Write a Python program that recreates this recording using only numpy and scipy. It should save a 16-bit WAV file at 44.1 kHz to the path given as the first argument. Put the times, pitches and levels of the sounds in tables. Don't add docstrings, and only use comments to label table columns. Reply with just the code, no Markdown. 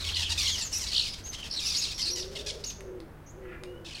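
import sys
import numpy as np
from scipy import signal
from scipy.fft import rfft, irfft, next_fast_len
from scipy.io import wavfile
from scipy.ndimage import map_coordinates

SR = 44100
rng = np.random.default_rng(int(sys.argv[2]) if len(sys.argv) > 2 else 0)


def materialize(psi):
    bounded = np.clip(np.atleast_2d(psi).T, -1, 1)
    quanta = np.round(bounded * 32767).astype(np.int16)
    wavfile.write(sys.argv[1], SR, quanta)


N = 176400
T = np.arange(N) / SR

# (frequency [Hz], level [dB])
THROAT = [(530, -45), (900, -15), (1380, -25.5), (1630, -12.5), (2420, -8), (2660, -5.5), (4280, -10.5),
          (5180, -5), (5910, -9), (10300, -20), (12100, -28.5), (15500, -27)]
JITTER_PER_S, WANDER_PER_S = 900, 130
SECOND_DB = -15.5


def amp(db):
    return 10 ** (np.asarray(db) / 20)


def unit(x):
    return x / np.sqrt(np.mean(x ** 2) + 1e-20)


def along(points, hz):
    f, v = np.transpose(points)
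    return np.interp(np.log(hz + 1), np.log(f + 1), v)


def wobble(rate, n):
    knots = rng.standard_normal(n // 8 + 4)
    return map_coordinates(knots, [np.arange(n) * rate / SR], mode="mirror")


def filtered(x, response):
    m = next_fast_len(len(x) + SR // 20)
    hz = np.fft.rfftfreq(m, 1 / SR)
    return irfft(rfft(x, m) * response(hz), m)[:len(x)]


def noise(spectrum, n):
    return unit(filtered(rng.standard_normal(n), lambda f: amp(along(spectrum, f))))


def add(track, s, x):
    i = max(0, round(s * SR))
    track[i:i + len(x)] += x[:max(0, N - i)]


def clock(length):
    t = np.arange(int(max(length, .004) * SR)) / SR
    return t, t / t[-1]


def gate(t, attack, release):
    rise = np.sin(np.pi / 2 * np.clip(t / attack, 0, 1))
    return rise * np.sin(np.pi / 2 * np.clip((t[-1] - t) / release, 0, 1))


def arch(u, first, middle, last):
    return np.polyval(np.polyfit([0, .5, 1], [first, middle, last], 2), u)


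def phase_of(hz):
    return 2 * np.pi * np.cumsum(hz) / SR


def squawks():
    # (time [s], length [s], pitch [Hz], level [dB], beak resonance [Hz])
    squawk_calls = [(0.038, 0.07, 1159, -34, 3530), (0.152, 0.095, 1032, -31.5, 3980),
                    (0.292, 0.05, 953, -29.5, 4500), (0.374, 0.075, 1248, -28, 4480),
                    (0.44, 0.072, 1154, -29, 4090), (0.504, 0.094, 1096, -38.5, 5020),
                    (0.579, 0.067, 1010, -33.5, 4980), (0.716, 0.094, 1410, -38, 8000),
                    (0.805, 0.053, 1055, -34.5, 5930), (0.858, 0.077, 1106, -39, 4620),
                    (0.916, 0.18, 1404, -35.5, 4535), (1.134, 0.016, 1202, -38.5, 4180),
                    (1.327, 0.032, 1059, -39, 4370), (1.435, 0.048, 946, -42, 3570),
                    (1.594, 0.072, 1295, -35, 4590), (1.651, .11, 1311, -33.5, 4970),
                    (1.744, 0.13, 1344, -36.5, 5020), (1.862, 0.079, 1414, -37.5, 4310),
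                    (1.977, 0.057, 1054, -35, 4990), (2.049, 0.066, 1402, -38.5, 4740),
                    (2.154, 0.057, 1008, -36, 4870), (2.35, 0.034, 1060, -38, 3220),
                    (2.385, 0.038, 866, -41.5, 4180), (2.46, 0.059, 845, -34.5, 5000),
                    (2.635, 0.094, 1432, -46.5, 5390), (3.845, .1, 857, -44.5, 3500),
                    (3.946, 0.067, 893, -44.5, 2950)]
    pitch_fall, jitter, wander = .2, .033, .045
    noise_share, flutter_db = .17, 2.5
    beak_db, beak_octaves = 5.5, 0.55
    screech_db = -2
    out = np.zeros(N)
    for s, length, pitch_hz, db, beak_hz in squawk_calls:
        t, u = clock(length)
        n = len(t)
        fall = 1 - pitch_fall * u ** 2
        shake = 1 + jitter * wobble(JITTER_PER_S, n) + wander * wobble(WANDER_PER_S, n)
        p = phase_of(pitch_hz * fall * shake)
        start_phases = rng.uniform(0, 2 * np.pi, (14, 1))
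        harmonics = unit(np.cos(np.arange(1, 15)[:, None] * p + start_phases).sum(0))
        hiss = unit(rng.standard_normal(n) * (1 + np.cos(p)))
        source = np.sqrt(1 - noise_share) * harmonics + np.sqrt(noise_share) * hiss
        source = source * amp(flutter_db * wobble(310.6, n))

        def tract(f):
            octaves_off = np.log2((f + 1) / beak_hz)
            beak = beak_db * np.exp(-.5 * (octaves_off / beak_octaves) ** 2)
            return amp(along(THROAT, f) + beak) * (1 - np.exp(-(f / 700) ** 2))

        voice = unit(filtered(source, tract)) + amp(screech_db) * screech(beak_hz * fall, n)
        add(out, s, amp(db) * unit(voice * gate(t, 0.0077, 0.016)))
    return out


def screech(hz, n):
    swing, rate, flutter_db = .17, 250, 3.5
    p = phase_of(hz * np.exp(swing * wobble(rate, n)))
    tone = np.sin(p) + amp(SECOND_DB) * np.sin(2 * p)
    return unit(tone * amp(flutter_db * wobble(rate, n)))


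def squeals():
    # (time [s], length [s], start [Hz], middle [Hz], end [Hz], level [dB], roughness [0-1])
    squeal_calls = [(0, 0.043, 4030, 3930, 3510, -39, 0.25), (0.154, 0.061, 2956, 2900, 2980, -40, 0.06),
                    (.228, 0.062, 3187, 3240, 2654, -34, 0.39), (0.486, 0.08, 3100, 3400, 2786, -35, 0.15),
                    (0.469, 0.1, 6370, 6780, 5770, -36.5, 0.21), (0.62, 0.07, 7620, 6640, 6300, -36.5, 0.1),
                    (0.726, 0.054, 5600, 5740, 6050, -30.5, 0.27), (0.865, .032, 5000, 4600, 4170, -36, .5),
                    (1.058, 0.088, 5000, 5030, 4910, -40.5, 0.14),
                    (1.238, 0.052, 6100, 6530, 6460, -42.5, 0.14),
                    (1.288, 0.026, 6360, 6250, 6180, -38, 0.01), (1.336, .085, 3250, 3200, 3080, -45, .15),
                    (1.424, 0.012, 3380, 3180, 2720, -38, 0.44),
                    (1.561, 0.038, 4410, 3974, 3380, -32, 0.32), (1.653, 0.06, 4690, 5600, 4510, -30, 0.32),
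                    (1.746, .034, 4700, 4725, 5470, -27.5, 0.39),
                    (1.77, 0.042, 6010, 6760, 6180, -32, 0.22),
                    (1.812, 0.038, 5310, 4814, 3750, -29.5, 0.44),
                    (1.942, 0.079, 5600, 5520, 6100, -41, 0.17),
                    (2.055, 0.043, 4570, 4200, 4930, -30.5, .35),
                    (2.098, 0.046, 4960, 5730, 5440, -32.5, 0.12),
                    (2.186, 0.049, 4905, 5500, 3110, -37.5, 0.35),
                    (2.638, 0.017, 3590, 5400, 6730, -34, 0.37),
                    (2.661, 0.048, 6700, 6570, 6020, -37, 0.15),
                    (2.699, 0.013, 5860, 3596, 2670, -44, 0.65), (3.261, 0.054, 6400, 6290, 7200, -55, 0.2),
                    (3.945, 0.013, 4650, 4360, 3730, -39.5, 0)]
    edge_s = 0.0044
    out = np.zeros(N)
    for s, length, first, middle, last, db, rough in squeal_calls:
        t, u = clock(length)
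        tone = syrinx(arch(u, first, middle, last), rough, SECOND_DB)
        add(out, s, amp(db) * unit(gate(t, edge_s, edge_s) * tone))
    return out


def syrinx(hz, rough, second_db):
    jitter, wander, flutter_db, rasp_db = 0.185, 0.0846, 1.5, -8
    stutter_db, muffle_hz = 2.5, 12000
    n = len(hz)
    shake = jitter * wobble(JITTER_PER_S, n) + wander * wobble(WANDER_PER_S, n)
    p = phase_of(hz * (1 + rough * shake))
    rasp = amp(rasp_db) * rough * noise(THROAT, n)
    tone = np.sin(p) + amp(second_db) * np.sin(2 * p) + rasp
    tone = tone * amp(flutter_db * rough * wobble(523, n) + stutter_db * wobble(WANDER_PER_S, n))
    return unit(filtered(tone, lambda f: 1 / (1 + (f / muffle_hz) ** 4)))


def trills():
    # (time [s], length [s], low pitch [Hz], sweep [Hz], rate [sweeps/s], level [dB])
    trill_calls = [(0.052, 0.094, 3190, 995, 59, -37.5), (0.119, 0.075, 3025, 1294, 44, -31),
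                   (0.445, 0.043, 3210, 1194, 60, -29), (.914, .15, 2957, 1497, 64, -27),
                   (1.499, 0.073, 4230, 1290, 78, -33.5), (1.997, 0.073, 4290, 907, 105, -28)]
    rough, pulse_db, second_db = .2, 10, -20
    out = np.zeros(N)
    for s, length, low_hz, sweep_hz, rate, db in trill_calls:
        t, u = clock(length)
        cycle = phase_of(rate * (1 + 0.0374 * wobble(55.0, len(t)))) - np.pi / 2
        flick = np.exp(2 * (np.cos(cycle) - 1))
        tone = syrinx(low_hz + sweep_hz * flick, rough, second_db) * amp(pulse_db * flick)
        add(out, s, amp(db) * unit(tone) * gate(t, length * 0.3, length * .5))
    return out


def taps():
    # (time [s], level [dB])
    tap_times = [(2.45, -38), (2.807, -34), (3.003, -39.5), (3.636, -30)]
    # (frequency [Hz], level [dB])
    tap_colour = [(590, -44), (1000, -9), (3740, -5.5), (6560, -14.5), (7610, -20), (8740, -14.5),
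                  (11600, -23), (15500, -50)]
    t60_s, trim_db = 0.011, -2.5
    out = np.zeros(N)
    t, u = clock(0.058)
    for s, db in tap_times:
        add(out, s, amp(db + trim_db - 60 * t / t60_s) * noise(tap_colour, len(t)))
    return out


def wings():
    # (time [s], level [dB])
    flap_level = [(0, -41), (.5, -42.5), (1.1, -50.5), (1.4, -45.5), (1.8, -48.5), (2.55, -50.5),
                  (2.8, -65), (2.9, -83.5)]
    # (frequency [Hz], level [dB])
    wing_colour = [(20, -18), (60, 5.5), (130, -19), (400, -29), (1200, -23.5), (5000, -19.5), (15000, -41)]
    beats_per_s = 13
    beat = amp(5.5 * np.sin(phase_of(beats_per_s * (1 + 0.19 * wobble(6.056, N)))))
    level = amp(np.interp(T, *np.transpose(flap_level)))
    return level * unit(beat * noise(wing_colour, N))


def pigeon():
    # (time [s], length [s], start [Hz], middle [Hz], end [Hz], level [dB])
    coo_calls = [(2.049, 0.35, 332, 375, 384, -48.5), (2.28, .38, 373.6, 422, 405.6, -46),
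                 (2.761, 0.33, 391, 368.2, 288, -46.5), (3.331, .26, 360.7, 368, 329, -48.5),
                 (3.59, 0.3, 372, 359, 328, -47)]
    upper_ratio, upper_db = 1.38, -6
    out = np.zeros(N)
    for s, length, first, middle, last, db in coo_calls:
        t, u = clock(length)
        hz, n = arch(u, first, middle, last), len(t)
        low = np.sin(phase_of(hz * (1 + 0.0445 * wobble(89.4, n))))
        high = np.sin(phase_of(upper_ratio * hz * (1 + 0.0815 * wobble(121.2, n))))
        add(out, s, amp(db) * unit(low + amp(upper_db) * high) * gate(t, 0.078, .14))
    return out


def far_birds():
    # (time [s], length [s], start [Hz], middle [Hz], end [Hz], level [dB])
    whistle_calls = [(3.544, 0.083, 2310, 2416, 2390, -62), (3.65, 0.1, 2790, 2875, 2900, -63),
                     (3.753, .08, 2940, 3004, 2980, -63), (3.72, .12, 1410, 1480, 1490, -63)]
    # (time [s], length [s], level [dB])
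    rasp_call = (3.4, 0.164, -51.5)
    # (frequency [Hz], level [dB])
    rasp_colour = [(900, -23), (1400, -2), (1900, 0), (2600, -6.5), (3400, -21), (6000, -40.5)]
    edge_s = 0.013
    out = np.zeros(N)
    for s, length, first, middle, last, db in whistle_calls:
        t, u = clock(length)
        tone = syrinx(arch(u, first, middle, last), 0.039, -33)
        add(out, s, amp(db) * tone * gate(t, edge_s, edge_s))
    s, length, db = rasp_call
    t, u = clock(length)
    flutter = amp(2.9 * wobble(143, len(t)))
    rasp = unit(noise(rasp_colour, len(t)) * flutter)
    add(out, s, amp(db) * rasp * gate(t, 0.088, 0.023))
    return out


def walls(x, count=16):
    echo = np.zeros(SR // 10)
    delays = (rng.uniform(.002, .03, count) * SR).astype(int)
    echo[delays] = rng.choice([-1, 1], count) / np.sqrt(count)
    return signal.fftconvolve(x, echo)[:N]


def garden(x):
    # (frequency [Hz], time to fall 60 dB [s])
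    decay_times = [(300, 0.32), (6000, 0.46), (14000, 0.36)]
    hz, t, z = signal.stft(rng.standard_normal(SR), SR, nperseg=256)
    decay = amp(-60 * t / along(decay_times, hz)[:, None])
    tail = signal.istft(z * decay, SR, nperseg=256)[1]
    return signal.fftconvolve(x, tail / np.linalg.norm(tail))[:N]


def background():
    # (time [s], level [dB], pitch [Hz])
    drone_path = [(0, -56, 84.4), (.03, -41.5, 83.3), (.31, -40.5, 83.7), (.53, -43, 86.4),
                  (.59, -56.5, 85.3), (.79, -46.5, 88.6), (1, -67.5, 90.5)]
    # (frequency [Hz], level [dB])
    hum_tones = [(99, -57.5), (149.6, -58.5), (200, -65.5)]
    # (frequency [Hz], relative level [dB])
    air_colour = [(20, -1.5), (55, 4), (120, -8.5), (300, -9.5), (700, -16), (1600, -21.5), (2400, -29),
                  (4000, -38), (7000, -42), (15500, -42)]
    air_db = -48
    s, db, hz = np.transpose(drone_path)
    drone_level = amp(np.interp(T, s, db) + wobble(23.2, N))
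    drone = drone_level * unit(np.sin(phase_of(np.interp(T, s, hz))))
    hum = np.zeros(N)
    for f, level in hum_tones:
        hum += amp(level + wobble(5.4, N)) * unit(np.sin(2 * np.pi * f * T))
    return drone + hum + amp(air_db) * noise(air_colour, N)


def scene():
    walls_db, near_echo_db, far_echo_db = -11, -9.5, -1.5
    near = squawks() + squeals() + trills() + taps()
    far = pigeon() + far_birds()
    echoes = amp(walls_db) * walls(near)
    echoes = echoes + garden(amp(near_echo_db) * near + amp(far_echo_db) * far)
    return (amp(-1.5) * near + amp(-0.5) * far + echoes + wings() + background())[None]


def record(dry):
    top_hz = 15850
    return np.array([filtered(x, lambda hz: hz < top_hz) for x in dry])


dry = scene()
out = record(dry)
materialize(out)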